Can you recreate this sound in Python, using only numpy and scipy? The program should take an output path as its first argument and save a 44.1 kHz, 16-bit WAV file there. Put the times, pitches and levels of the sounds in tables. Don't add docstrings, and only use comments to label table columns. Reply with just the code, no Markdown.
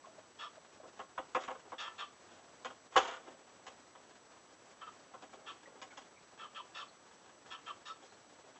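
import sys
import numpy as np
from scipy import signal
from scipy.fft import rfft, irfft
from scipy.io import wavfile

SR = 44100
rng = np.random.default_rng(int(sys.argv[2]) if len(sys.argv) > 2 else 0)


def generate_wav(sig):
    pcm = np.round(np.clip(np.atleast_2d(sig).T, -1, 1) * 32767).astype(np.int16)
    wavfile.write(sys.argv[1], SR, pcm)


N = 378819


def amp(db):
    return 10 ** (np.asarray(db) / 20)


def evened(x):
    return x / np.sqrt(np.mean(x ** 2) + 1e-20)


def unit(x):
    return x / np.sqrt(np.sum(x ** 2) + 1e-20)


def add(mix, start_s, sound):
    part = mix[max(round(start_s * SR), 0):][:len(sound)]
    part += sound[:len(part)]


def clock(size=16384):
    return np.arange(size) / SR


def coloured(x, points):
    hz, db = np.transpose(points)
    f = np.fft.rfftfreq(len(x), 1 / SR)
    gain_db = np.interp(np.log(f + 1), np.log(hz + 1), db)
    return irfft(rfft(x) * amp(gain_db), len(x))


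def band(x, lo_hz, hi_hz, order=3):
    sos = signal.butter(order, [lo_hz, hi_hz], "band", fs=SR, output="sos")
    return signal.sosfilt(sos, x)


def wander(size, rate_hz):
    f = np.fft.rfftfreq(size, 1 / SR)
    spectrum = rfft(rng.standard_normal(size)) * np.exp(-(f / rate_hz) ** 2)
    return evened(irfft(spectrum, size))


def stroke(t, length, rise, fall):
    return (1 - np.exp(-t / rise)) * np.exp(-np.maximum(t - length, 0) / fall)


def grains(size, per_s, spread_db):
    chance = rng.random(size)
    height = rng.exponential(1, size)
    sign = rng.choice([-1, 1], size)
    return (chance < per_s / SR) * sign * amp(spread_db * np.minimum(height, 3))


def resonate(x, hz, width_hz):
    turn = np.exp(2j * np.pi * np.cumsum(hz * np.ones(len(x))) / SR)
    r = np.exp(-np.pi * width_hz / SR)
    envelope = signal.lfilter([1 - r], [1, -r], x / turn + 1e-18)
    return 2 * (turn * envelope).real


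def mode(drive, hz, t60):
    r = 1000 ** (-1 / (t60 * SR))
    return signal.lfilter([1, 0, -1], [1, -2 * r * np.cos(2 * np.pi * hz / SR), r * r], drive)


def box(drive, ring_db, tail_db, t60=0.084, tail_t60=0.45):
    # frequency_hz, level_db (relative), t60_s
    box_modes = [(255, -8.5, 0.28), (392, -16.5, 0.14), (475, -18, 0.022), (524.8, 2, 0.13),
                 (646.5, -2.5, 0.15), (770, 1.5, 0.13), (885, -17.5, 0.091), (944, -7, 0.15),
                 (1024.5, -0.5, 0.069), (1077, 3, 0.13), (1170, -5.5, 0.13), (1252, -2, 0.053),
                 (1342, -10, 0.18), (1674, 3.5, 0.048), (1964, -8.5, 0.14), (2180, -14.5, 0.18),
                 (2710, -17.5, 0.049), (2960, -8, 0.068), (3200, -11.5, 0.23), (3397, -14, 0.041)]
    # frequency_hz, level_db (relative)
    wall_colour = [(40, -18.5), (150, -28), (280, 2), (550, -4), (1100, -0.5), (1600, -5), (2300, -9.5),
                   (3400, -6), (4000, -28), (5000, -27), (6800, -15.5), (8000, -30.5)]
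    t = clock()
    ring = sum(rng.choice([-1, 1]) * amp(db) * unit(mode(drive, hz, life)) for hz, db, life in box_modes)
    decay = amp(-60 * t / t60) + amp(tail_db - 60 * t / tail_t60)
    walls = coloured(rng.standard_normal(len(t)), wall_colour) * decay
    scattered = signal.fftconvolve(drive, walls)[:len(drive)]
    return amp(ring_db) * unit(ring) + unit(scattered)


def reflected(x, near_db=-8, far_db=-14, near_t60=0.13, far_t60=.3):
    t = clock()
    near, far = rng.standard_normal((2, len(t))) * (t > .001)
    near_echo = amp(near_db) * unit(near * amp(-60 * t / near_t60))
    far_echo = amp(far_db) * unit(far * amp(-60 * t / far_t60))
    return x + signal.fftconvolve(x, near_echo + far_echo)[:len(x)]


def background(floor_db=-62, stir_db=-71):
    # (per Hz, relative)
    floor_colour = [(15, -59.5), (25, -30), (92, -4.5), (120, -5), (149, -4.5), (345, 1.5), (450, 0),
                    (586, 1.5), (711, 1), (783, -0.5), (972, -1), (1300, -2.5), (2610, -10.5),
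                    (7350, -13.5), (7900, -16.5), (10300, -51), (17400, -120)]
    # frequency_hz, level_db (rms)
    whine_tones = [(5911, -77.5), (5992, -95.5), (7881.6, -74.5)]
    hiss = evened(coloured(rng.standard_normal(N), floor_colour))
    air = amp(floor_db) * hiss * amp(1.4 * wander(N, 27))
    stir = amp(stir_db) * evened(box(grains(N, 45, 6.4), ring_db=-4.5, tail_db=-32.5))
    t = clock(N)
    whine = 0
    for hz, db in whine_tones:
        phase = 2 * np.pi * hz * t + 0.71 * wander(N, 21)
        whine = whine + amp(db) * np.sqrt(2) * np.sin(phase)
    return air + stir + whine


def pips(waver=0.024, sag=0.041, fuzz=1.0):
    # start_s, length_s (nominal), pitch_hz (centre), level_db
    pip_events = [(0.037, 0.018, 1110, -55), (0.06, 0.028, 650, -57), (0.179, 0.017, 630, -54.5),
                  (0.568, 0.019, 644, -55), (0.798, 0.0098, 650, -52.5), (5.656, 0.019, 1950, -58.5),
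                  (5.901, 0.026, 2200, -62.5), (5.917, 0.025, 1453, -61), (6.156, 0.039, 2200, -66.5),
                  (6.878, 0.03, 4270, -67), (8.06, 0.15, 4200, -75)]
    out, t = np.zeros(N), clock()
    for start_s, length, hz, db in pip_events:
        glide = sag * (.5 - np.minimum(t / length, 1))
        pitch = hz * (1 + waver * wander(len(t), 200) + glide)
        husk = 1 + fuzz * hz / 2000 * wander(len(t), 260)
        envelope = stroke(t, length * 0.69, 0.0096, 0.0051)
        tone = np.sin(2 * np.pi * np.cumsum(pitch) / SR) * husk * envelope
        add(out, start_s, amp(db) * np.sqrt(length * SR) * unit(reflected(tone)))
    return out


def whistle(hz, waver=0.045):
    return np.sin(2 * np.pi * np.cumsum(hz * (1 + waver * wander(len(hz), 260))) / SR)


def cavity(x, direct_db=-17):
    # frequency_hz, width_hz, level_db (peak gain)
    air_modes = [(997, 115, 0.5), (1170, 46, -2), (1313.4, 24, 0), (1764, 36, 1.5), (2610, 420, -6),
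                 (3066, 130, -2), (3346, 73, -5.5), (3680, 70, -7.5), (4386, 120, 0), (5320, 51, -2),
                 (6880, 140, 2.5)]
    return amp(direct_db) * x + sum(amp(db) * resonate(x, hz, width) for hz, width, db in air_modes)


def rasp(length, db, treble_db, end_hz, beak_hz, rough=0.57, clear_db=-2, squeak_db=-5):
    t = clock()
    progress = np.clip(t / length, 0, 1)
    start_hz = 1411 + 14.5 * treble_db
    hiss_db = -12 + 1.1 * treble_db + 0.0283 * (beak_hz - 3320)
    turns = np.cumsum(260 * np.exp(.35 * wander(len(t), 170))) / SR
    pulses = np.diff(np.floor(turns), prepend=0)
    puffs = (0.33 + np.exp(-(turns % 1) / .3)) * rng.standard_normal(len(t))
    drive = (1 - rough) * evened(pulses) + rough * evened(puffs)
    throat_hz = start_hz + (end_hz - start_hz) * progress ** 2.71
    upper_hz = beak_hz * (1 + 0.035 * np.sin(np.pi * progress) - 0.065 * progress)
    early = stroke(t, length * 0.92, 0.0059, 0.013)
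    late = stroke(t, length * 0.96, 0.01, 0.0054)
    opening = stroke(t, length * .5, 0.0072, 0.023)

    throat = unit(cavity(resonate(resonate(drive * late, throat_hz, 260), throat_hz, 480)))
    throat += amp(clear_db - .6 * treble_db) * unit(cavity(whistle(throat_hz) * late * progress))
    opening_throat = resonate(resonate(drive * opening, 1596, 74), 2030, 450)
    throat += amp(-4.0 + .5 * treble_db) * unit(cavity(opening_throat))
    throat += amp(-7) * unit(cavity(band(drive * early, 456, 980)))

    beak = unit(resonate(resonate(drive * early, upper_hz, 520), upper_hz, 750))
    beak += amp(-3.0) * unit(resonate(resonate(drive * opening, 2830, 280), 2630, 430))
    squeak = whistle(upper_hz, waver=0.028) * stroke(t, length * 0.46, 0.0049, 0.0095)
    beak += amp(squeak_db) * unit(squeak)

    hiss = band(drive * (opening + 0.21 * early), 4110, 6150)
    parts = zip((throat, cavity(beak), cavity(hiss)), (0, treble_db, hiss_db))
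    return np.sqrt(length * SR) * sum(amp(db + rel_db) * unit(reflected(part)) for part, rel_db in parts)


def calls(gain_db=.5):
    # start_s, length_s (nominal), level_db (throat part, before gain_db),
    # brightness_db (beak part against throat part), throat_end_hz, beak_hz (at the start)
    rasp_events = [(0.386, 0.086, -48.5, -4, 1202, 3390), (1.78, 0.061, -47, 0, 1264, 3430),
                   (1.839, 0.046, -47.5, -3.5, 1300, 3230), (1.979, 0.055, -45.5, -2.5, 1161, 3334),
                   (4.807, 0.023, -48, -9, 1300, 3200), (4.86, 0.024, -49, -12.5, 1255, 3130),
                   (5.46, 0.046, -49.5, -2, 1170, 3260), (6.383, 0.076, -51, -5, 1103, 3210),
                   (6.544, 0.064, -49, -3.5, 1012, 3210), (6.744, 0.09, -49.5, -1.5, 1100, 3435),
                   (7.503, 0.05, -50, -1, 1170, 3310), (7.657, 0.057, -46.5, -6, 1052, 3194),
                   (7.851, 0.07, -48.5, -6.5, 1248, 3600)]
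    out = np.zeros(N)
    for start_s, *call in rasp_events:
        add(out, start_s, rasp(*call))
    return amp(gain_db) * out


def weighted(x, length, db, bright_db):
    # low_hz, high_hz, level_db (before the tilt)
    contact_bands = [(30, 248, -18.5), (229, 432, -8), (461, 814, -1.5), (823, 1386, -2),
                     (1480, 1990, -4.5), (2200, 3830, -1.5), (3774, 5240, -3.5), (5600, 7700, -5.5)]
    firm_bass_db, cushion_db, thud_db_per_db, thud_max_db = -3.5, -54.5, 3.26, 8
    bass_db = firm_bass_db + np.clip(thud_db_per_db * (cushion_db - db), 0, thud_max_db)
    top_db = 1.88 * bright_db
    tilt_db = [1.7 * bass_db, 1.8 * bass_db, bass_db, 0, 0.52 * bright_db, bright_db, top_db, top_db]
    parts = 0
    for (lo_hz, hi_hz, band_db), tilt in zip(contact_bands, tilt_db):
        parts = parts + amp(db + tilt + band_db) * unit(band(x, lo_hz, hi_hz))
    jolt_db, jolt_from_db, extra_db_per_db = -41, -33, 0.5
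    push_db = db + jolt_db + extra_db_per_db * max(db - jolt_from_db, 0)
    jolt = amp(push_db) * unit(band(x, 24.9, 95))
    return np.sqrt(abs(length) * SR) * (parts + jolt)


def scrapes(gain_db=0):
    # start_s, length_s (nominal), level_db (before tilt), brightness_db (treble tilt)
    scrape_events = [(1.391, 0.026, -54, -2), (1.435, 0.013, -48.5, -3), (1.64, 0.028, -62.5, -11),
                     (2.303, 0.1, -67.5, -2.5), (2.919, 0.027, -55, -4), (2.991, 0.17, -45, -5.5),
                     (3.179, 0.5, -69.5, -7), (5.36, 0.18, -68.5, -10), (5.666, 0.11, -65, -13),
                     (6.0, 0.048, -71.5, 1), (8.04, 0.025, -70.5, 3.5), (8.43, 0.099, -70, -7)]
    sag_db_per_s, release_s, release_share = 29, 0.006, 0.09
    out, t = np.zeros(N), clock(size=24576)
    for start_s, length, *levels in scrape_events:
        clumps = amp(2 * wander(len(t), 70))
        fall_s = release_s + release_share * length
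        force = stroke(t, length * 0.88, 0.0016, fall_s) * amp(-sag_db_per_s * t)
        drive = grains(len(t), 1100, 5.8) * force * clumps
        add(out, start_s, weighted(box(drive, ring_db=-7, tail_db=-22.5), length, *levels))
    return amp(gain_db) * out


def knocks(gain_db=2, chatter_db=-1):
    # start_s, contact_length_s (nominal), level_db (before tilt and gain_db),
    # brightness_db (treble tilt)
    blow_events = [(0.831, 0.012, -56.5, -16), (0.853, 0.011, -56, -19), (0.992, 0.018, -44.5, -11.5),
                   (1.177, 0.015, -37.5, -14), (1.348, 0.028, -32.5, -12.5), (1.478, 0.011, -38.5, -13),
                   (1.503, 0.018, -44.5, -11.5), (1.548, 0.0082, -49.5, -17), (1.719, 0.02, -44.5, -18),
                   (2.647, 0.019, -42.5, -6.5), (2.7, 0.005, -46.5, -10), (2.9563, 0.007, -25.5, -21),
                   (2.962, 0.007, -20.5, -9), (2.9712, 0.0054, -22.5, -6), (3.269, 0.019, -57, -8),
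                   (3.666, 0.021, -51.5, -3.5), (3.95, 0.0075, -53, -10), (5.137, 0.011, -48.5, -18),
                   (5.223, 0.017, -56.5, -4.5), (5.33, 0.013, -56, -7), (5.816, 0.019, -50.5, -3),
                   (5.972, 0.01, -50, -3), (8.023, 0.014, -62.5, -1.5)]
    out, t = np.zeros(N), clock()
    for start_s, length, *levels in blow_events:
        chatter = unit(grains(len(t), 900, 3.5) * stroke(t, length * 0.68, 0.0019, 0.0023))
        first_touch = 0.62 * (t == 0)
        drive = amp(chatter_db) * chatter + first_touch
        add(out, start_s, weighted(box(drive, ring_db=0.5, tail_db=-19.0), length, *levels))
    return amp(gain_db) * out


def scene():
    return (background() + pips() + calls() + scrapes() + knocks())[None]


def record(dry):
    edge_hz = 8130
    lowpass = signal.firwin(801, edge_hz, window=("kaiser", 8), fs=SR)
    return signal.oaconvolve(dry, lowpass[None], "same")


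dry = scene()
out = record(dry)
generate_wav(out)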